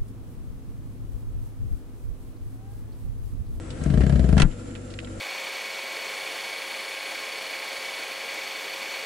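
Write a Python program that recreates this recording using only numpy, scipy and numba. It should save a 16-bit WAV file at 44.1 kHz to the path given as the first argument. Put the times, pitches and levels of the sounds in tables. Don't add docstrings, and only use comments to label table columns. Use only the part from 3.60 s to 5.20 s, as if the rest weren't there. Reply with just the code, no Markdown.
import sys
import numpy as np
from scipy import signal
from scipy.fft import rfft, irfft
from scipy.io import wavfile
from scipy.ndimage import uniform_filter1d
from numba import njit

SR = 44100
rng = np.random.default_rng(int(sys.argv[2]) if len(sys.argv) > 2 else 0)


def unload_audio(sound):
    columns = np.transpose(np.atleast_2d(sound))
    steps = np.round(np.clip(columns, -1, 1) * 32767)
    wavfile.write(sys.argv[1], SR, steps.astype(np.int16))


N = 70560

# (time [s], relative knock level [dB], relative scrape level [dB])
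SEAL_SLIPS = [(0.2187, -13, -2), (.243, -14.5, 1), (0.2644, -3.5, 1.5), (0.306, -3, 6), (0.3434, -0.5, 6.5),
              (0.3793, 0, 7), (.411, -5.5, 9), (0.44, 0.5, 6), (0.4699, -3, 7.5), (0.4998, -3.5, 8),
              (.529, -1, 6), (.5609, -2.5, 6.5), (0.599, 0, 7), (0.6462, 0, 5), (0.6943, -0.5, 7),
              (0.7318, 3.5, 8.5), (0.7729, 6, 10)]
# (frequency [Hz], relative level [dB], t60 [s])
DOOR_MODES = [(59.8, -11, 0.23), (73.6, -25, 0.87), (139.8, -15, 0.35), (163.4, -18.5, 0.15),
              (192.6, -21, 0.24), (231.7, -27, 0.51), (284.8, -27.5, 0.43), (362.5, -32.5, 0.41),
              (437.2, -37.5, 0.62), (626, -29.5, 0.15), (713, -37.5, 0.2)]
# (frequency [Hz], level difference [dB])
DOOR_BALANCE = [(60, -8), (190, -8), (340, -18.5), (700, -7)]
# (frequency [Hz], relative spectral density [dB])
SCRAPE_SPECTRUM = [(200, 8.5), (500, 11.5), (750, 1.5), (1000, -10), (1600, -5), (2400, -9.5),
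                   (4000, -15.5), (7000, -21.5), (11000, -24)]
# (frequency [Hz], relative level [dB])
STRIP_MODES = [(1300, -8.5), (1620, -2.5), (1820, -8), (3020, -11), (4080, -14.5), (4560, -17.5)]
# (time [s], level [dB], rise [s], t60 [s], left minus right [dB])
SEAL_SLAPS = [(0.7761, -12, 0.0045, 0.057, -1.5), (0.797, -11.5, 0.0035, 0.085, 1.5),
              (0.8192, -10.5, 0.0032, 0.039, -4.5)]
# (frequency [Hz], relative spectral density [dB])
SLAP_SPECTRUM = [(200, 11), (600, 3.5), (1100, 1.5), (1900, 2.5), (2700, -3.5), (4000, -7), (7000, -12),
                 (11000, -18.5)]
# (frequency [Hz], relative level [dB], t60 [s])
LINER_MODES = [(1376, -12.5, .075), (1415, -14, .07), (1583, -13, .03), (2638, -13, .055), (3200, -13, .05)]
# (time [s], relative level [dB], low-pass cutoff [Hz])
SEATING_KNOCKS = [(0.7883, 2.5, 197), (.804, 8, 200), (.831, 5.5, 163), (0.849, 7.5, 158)]
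# (frequency [Hz], relative spectral density [dB])
SWING_SPECTRUM = [(25, -31), (55, 8.5), (85, -2.5), (110, -7), (145, 6.5), (200, -17.5), (340, -12.5),
                  (800, -24), (1900, -29.5), (3500, -37.5), (9000, -45)]
# (time [s], level [dB], centre [Hz], left minus right [dB], t60 [s])
PLASTIC_TICKS = [(.103, -40.5, 3380, -2.5, 0.077), (0.2374, -38.5, 7000, 1, 0.031),
                 (0.413, -33.5, 1510, 7, 0.075), (0.912, -48, 2550, -1, 0.13),
                 (1.111, -42.5, 2130, -1, 0.021), (1.152, -36, 2220, -6, 0.019),
                 (1.158, -40.5, 2130, -7, 0.042), (1.303, -48.5, 3500, -4, 0.12),
                 (1.339, -37, 2970, -6, 0.021), (1.3888, -28.5, 2220, -4, 0.025),
                 (1.4, -42, 2620, -2, 0.042), (1.426, -42, 424, 9, 0.13), (1.446, -39, 2720, -3, 0.034),
                 (1.472, -41, 1690, -1, 0.053)]
# (multiple of the shaft rate [1], rms level [dB])
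HUM_HARMONICS = [(1, -45.5), (2, -41), (3, -52), (4, -54), (5, -48.5), (10, -53)]
# (frequency [Hz], relative spectral density [dB])
FAN_SPECTRUM = [(25, -2), (70, -6), (115, -.5), (170, -8), (250, 2), (400, -8.5), (520, -3.5), (680, -14),
                (1050, -21.5), (1600, -20.5), (2600, -24), (4500, -29.5), (8000, -27.5), (11000, -33)]
# (frequency [Hz], width [Hz], boost [dB])
DUCT_RESONANCES = [(250.4, 15.4, 3.5), (327.3, 16, 10), (518, 13, 6.5), (1353, 120, 11.5)]
# (start [s], end [s], centre [Hz], half-width [Hz], level [dB])
WHINE_BANDS = [(-.1, 0.394, 7830, 280, -60), (0.374, 1.7, 7330, 180, -60)]
# (frequency [Hz], correlation [1])
STEREO_CORRELATION = [(100, 0.9), (300, 0.72), (600, 0), (2500, 0.24), (5000, 0.15), (8000, 0.18)]

SEAL_PAN_DB, TOP_HZ = -2, 11150
SCRAPE_LEAD_S, SCRAPE_RISE_S = .005, .001
THUMP_S, THUMP_RISE_S = .827, .014


def door_knock(start, db, push_s=.0046, detune=.021, in_step_hz=322):
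    t, out = np.arange(N) / SR - start, np.zeros((2, N))
    live = (t > -push_s) & (t < .5)
    t = t[live]
    push = np.sin(np.pi / 2 * np.minimum(1 + t / push_s, 1)) ** 2
    for hz, mode_db, t60 in DOOR_MODES:
        tuned_hz = hz * (1 + detune * rng.standard_normal())
        phase = rng.standard_normal() * (hz / in_step_hz) ** 2
        ring = np.cos(2 * np.pi * tuned_hz * t + phase) * decay(t, t60)
        out[:, live] -= push * ring * undb(db + mode_db) * undb([[0], [at(DOOR_BALANCE, hz)]])
    return out


def stick_slip(knock_db=-.5, rebound_db=-7, rebound_s=.02043):
    slips = sum(door_knock(s, db + knock_db) for s, db, _ in SEAL_SLIPS)
    rebounds = sum(door_knock(s + rebound_s, db + knock_db + rebound_db) for s, db, _ in SEAL_SLIPS)
    radiated = high_pass(slips - low_pass(rebounds, hz=107), hz=40)
    return radiated * decay(since(.784), t60=.031)


def seal_scrape(scrape_db=-31.5, drag_db=-49, t60=.046):
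    scrapes = sum(undb(scrape_db + db) * burst(s - SCRAPE_LEAD_S, SCRAPE_RISE_S, t60)
                  for s, _, db in SEAL_SLIPS)
    drag = undb(drag_db) * gate(start=.28, end=.932, fade=.048)
    grit = undb(1.14 * wander(rate_hz=600)) * noise(lambda hz: at(SCRAPE_SPECTRUM, hz))
    return (scrapes + drag) * grit * pan(SEAL_PAN_DB)


def strip_ring(level_db=-43.5, scatter_db=3.5, detune=.012, t60=.06):
    out = 0
    for s, _, slip_db in SEAL_SLIPS:
        start, modes = s - SCRAPE_LEAD_S, 0
        for hz, db in STRIP_MODES:
            gain = undb(db + scatter_db * rng.standard_normal())
            modes += gain * sine(hz * (1 + detune * rng.standard_normal()), start)
        out += undb(level_db + slip_db) * modes * burst(start, SCRAPE_RISE_S, t60)
    return out * pan(SEAL_PAN_DB)


def seal_slap(room_db=-9.5, crack_db=-7):
    smack = noise(lambda hz: at(SLAP_SPECTRUM, hz))
    room = undb(room_db) * low_pass(noise(lambda hz: at(SLAP_SPECTRUM, hz)), hz=1580)
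    out = 0
    for s, db, rise, t60, side_db in SEAL_SLAPS:
        liner = sum(undb(mode_db) * sine(hz, s) * burst(s, rise, mode_t60)
                    for hz, mode_db, mode_t60 in LINER_MODES)
        tail = room * burst(s, rise=.013, t60=.14)
        out += undb(db) * pan(side_db) * (smack * burst(s, rise, t60) + liner + tail)
    crack = burst(.8193, rise=0, t60=.012) * low_pass(octave_noise(3150), hz=6300)
    return out + undb(crack_db) * crack * pan(SEAL_PAN_DB)


def door_seating():
    knocks = sum(low_pass(door_knock(s, db), hz) for s, db, hz in SEATING_KNOCKS)
    radiated = high_pass(knocks, hz=128)
    return radiated * decay(since(.862), t60=.17)


def air_thump(hz=26.9, level_db=4.5, right_db=-10.5):
    bounce = np.sin(2 * np.pi * hz * since(THUMP_S)) * burst(THUMP_S, THUMP_RISE_S, t60=.18)
    return undb(level_db) * bounce * undb([[0], [right_db]])


def cabinet_boom(hz=158, level_db=-27):
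    return undb(level_db) * burst(THUMP_S, THUMP_RISE_S, t60=.49) * low_pass(octave_noise(hz), 2 * hz)


def door_swing(level_db=-32, start=-.29, rise_s=.56):
    speed = np.minimum(since(start) / rise_s, 1) * gate(start, end=.816, fade=.048)
    return undb(level_db) * speed * noise(lambda hz: at(SWING_SPECTRUM, hz)) * pan(3.5)


def plastic_ticks(rise_share=.015):
    return sum(undb(db) * pan(side_db) * burst(s, rise_share * t60, t60) * octave_noise(hz)
               for s, db, hz, side_db, t60 in PLASTIC_TICKS)


def compressor(shaft_hz=48.45):
    return pan(2.5) * sum(undb(db) * np.sqrt(2) * sine(k * shaft_hz) for k, db in HUM_HARMONICS)


def fan(level_db=-40.5, flicker_db=1.43):
    def duct_db(hz):
        return sum(db / (1 + (2 * (hz - centre) / width) ** 2) for centre, width, db in DUCT_RESONANCES)
    gain = undb(level_db + flicker_db * wander(rate_hz=25.46))
    return gain * noise(lambda hz: at(FAN_SPECTRUM, hz) + duct_db(hz))


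def whine(flicker_db=2.5):
    out = 0
    for start, end, centre, width, db in WHINE_BANDS:
        band = noise(lambda hz: -20 * np.log10(1 + ((hz - centre) / width) ** 2))
        out += undb(db) * gate(start, end, fade=.015) * band
    return out * undb(flicker_db * wander(rate_hz=50.5))


def undb(db):
    return 10 ** (np.asarray(db) / 20)


def since(start):
    return np.maximum(np.arange(N) / SR - start, 0)


def at(table, hz):
    freqs, values = np.array(table, float).T
    return np.interp(np.log(np.maximum(hz, 1)), np.log(freqs), values)


def pan(db):
    return undb(np.array([[db], [-db]]) / 2)


def sine(hz, start=0):
    return np.sin(2 * np.pi * (hz * since(start) + rng.random()))


def noise(spectrum_db):
    hz = np.arange(N // 2 + 1) * SR / N
    alike = at(STEREO_CORRELATION, hz)
    mid, side = rfft(rng.standard_normal((2, N)))
    both = mid * np.sqrt(1 + alike) + side * np.sqrt(1 - alike) * np.array([[1], [-1]])
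    x = irfft(both * undb(spectrum_db(hz)) * (hz < TOP_HZ), N)
    return x / x.std()


def octave_noise(centre_hz, half_width_oct=.53):
    return noise(lambda hz: -10 * np.log10(1 + (np.log2((hz + 1) / centre_hz) / half_width_oct) ** 4))


def decay(t, t60):
    return np.exp(-np.log(1000) * t / t60)


def burst(start, rise, t60):
    t = since(start)
    return np.minimum(t / max(rise, 1 / SR), 1) * decay(t, t60)


def gate(start, end, fade):
    return np.minimum(since(start) / fade, 1) - np.minimum(since(end) / fade, 1)


def wander(rate_hz):
    hold = int(SR / rate_hz)
    steps = np.repeat(rng.standard_normal(N // hold + 1), hold)[:N]
    smooth = uniform_filter1d(steps, hold)
    return smooth / smooth.std()


def high_pass(x, hz):
    return signal.sosfilt(signal.butter(2, hz, "high", fs=SR, output="sos"), x)


def low_pass(x, hz):
    return signal.sosfilt(signal.butter(2, hz, fs=SR, output="sos"), x)


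@njit
def follow_peaks(x, attack_s, release_s):
    out, level = np.empty(len(x)), 0.
    for i in range(len(x)):
        level += (x[i] - level) / (SR * (attack_s if x[i] > level else release_s))
        out[i] = level
    return out


def scene():
    rubbing = stick_slip() + seal_scrape() + strip_ring()
    closing = seal_slap() + door_seating() + air_thump() + cabinet_boom()
    return rubbing + closing + door_swing() + plastic_ticks() + compressor() + fan() + whine()


def record(dry):
    limit_db, ceiling = -4, .7
    peak = follow_peaks(np.abs(dry).max(axis=0), attack_s=.00048, release_s=.17)
    ducked = dry / np.maximum(peak / undb(limit_db), 1)
    rounded = ducked / (1 + (ducked / ceiling) ** 8) ** (1 / 8)
    return signal.sosfilt(signal.ellip(10, .2, 80, TOP_HZ, fs=SR, output="sos"), rounded)


dry = scene()
out = record(dry)
unload_audio(out)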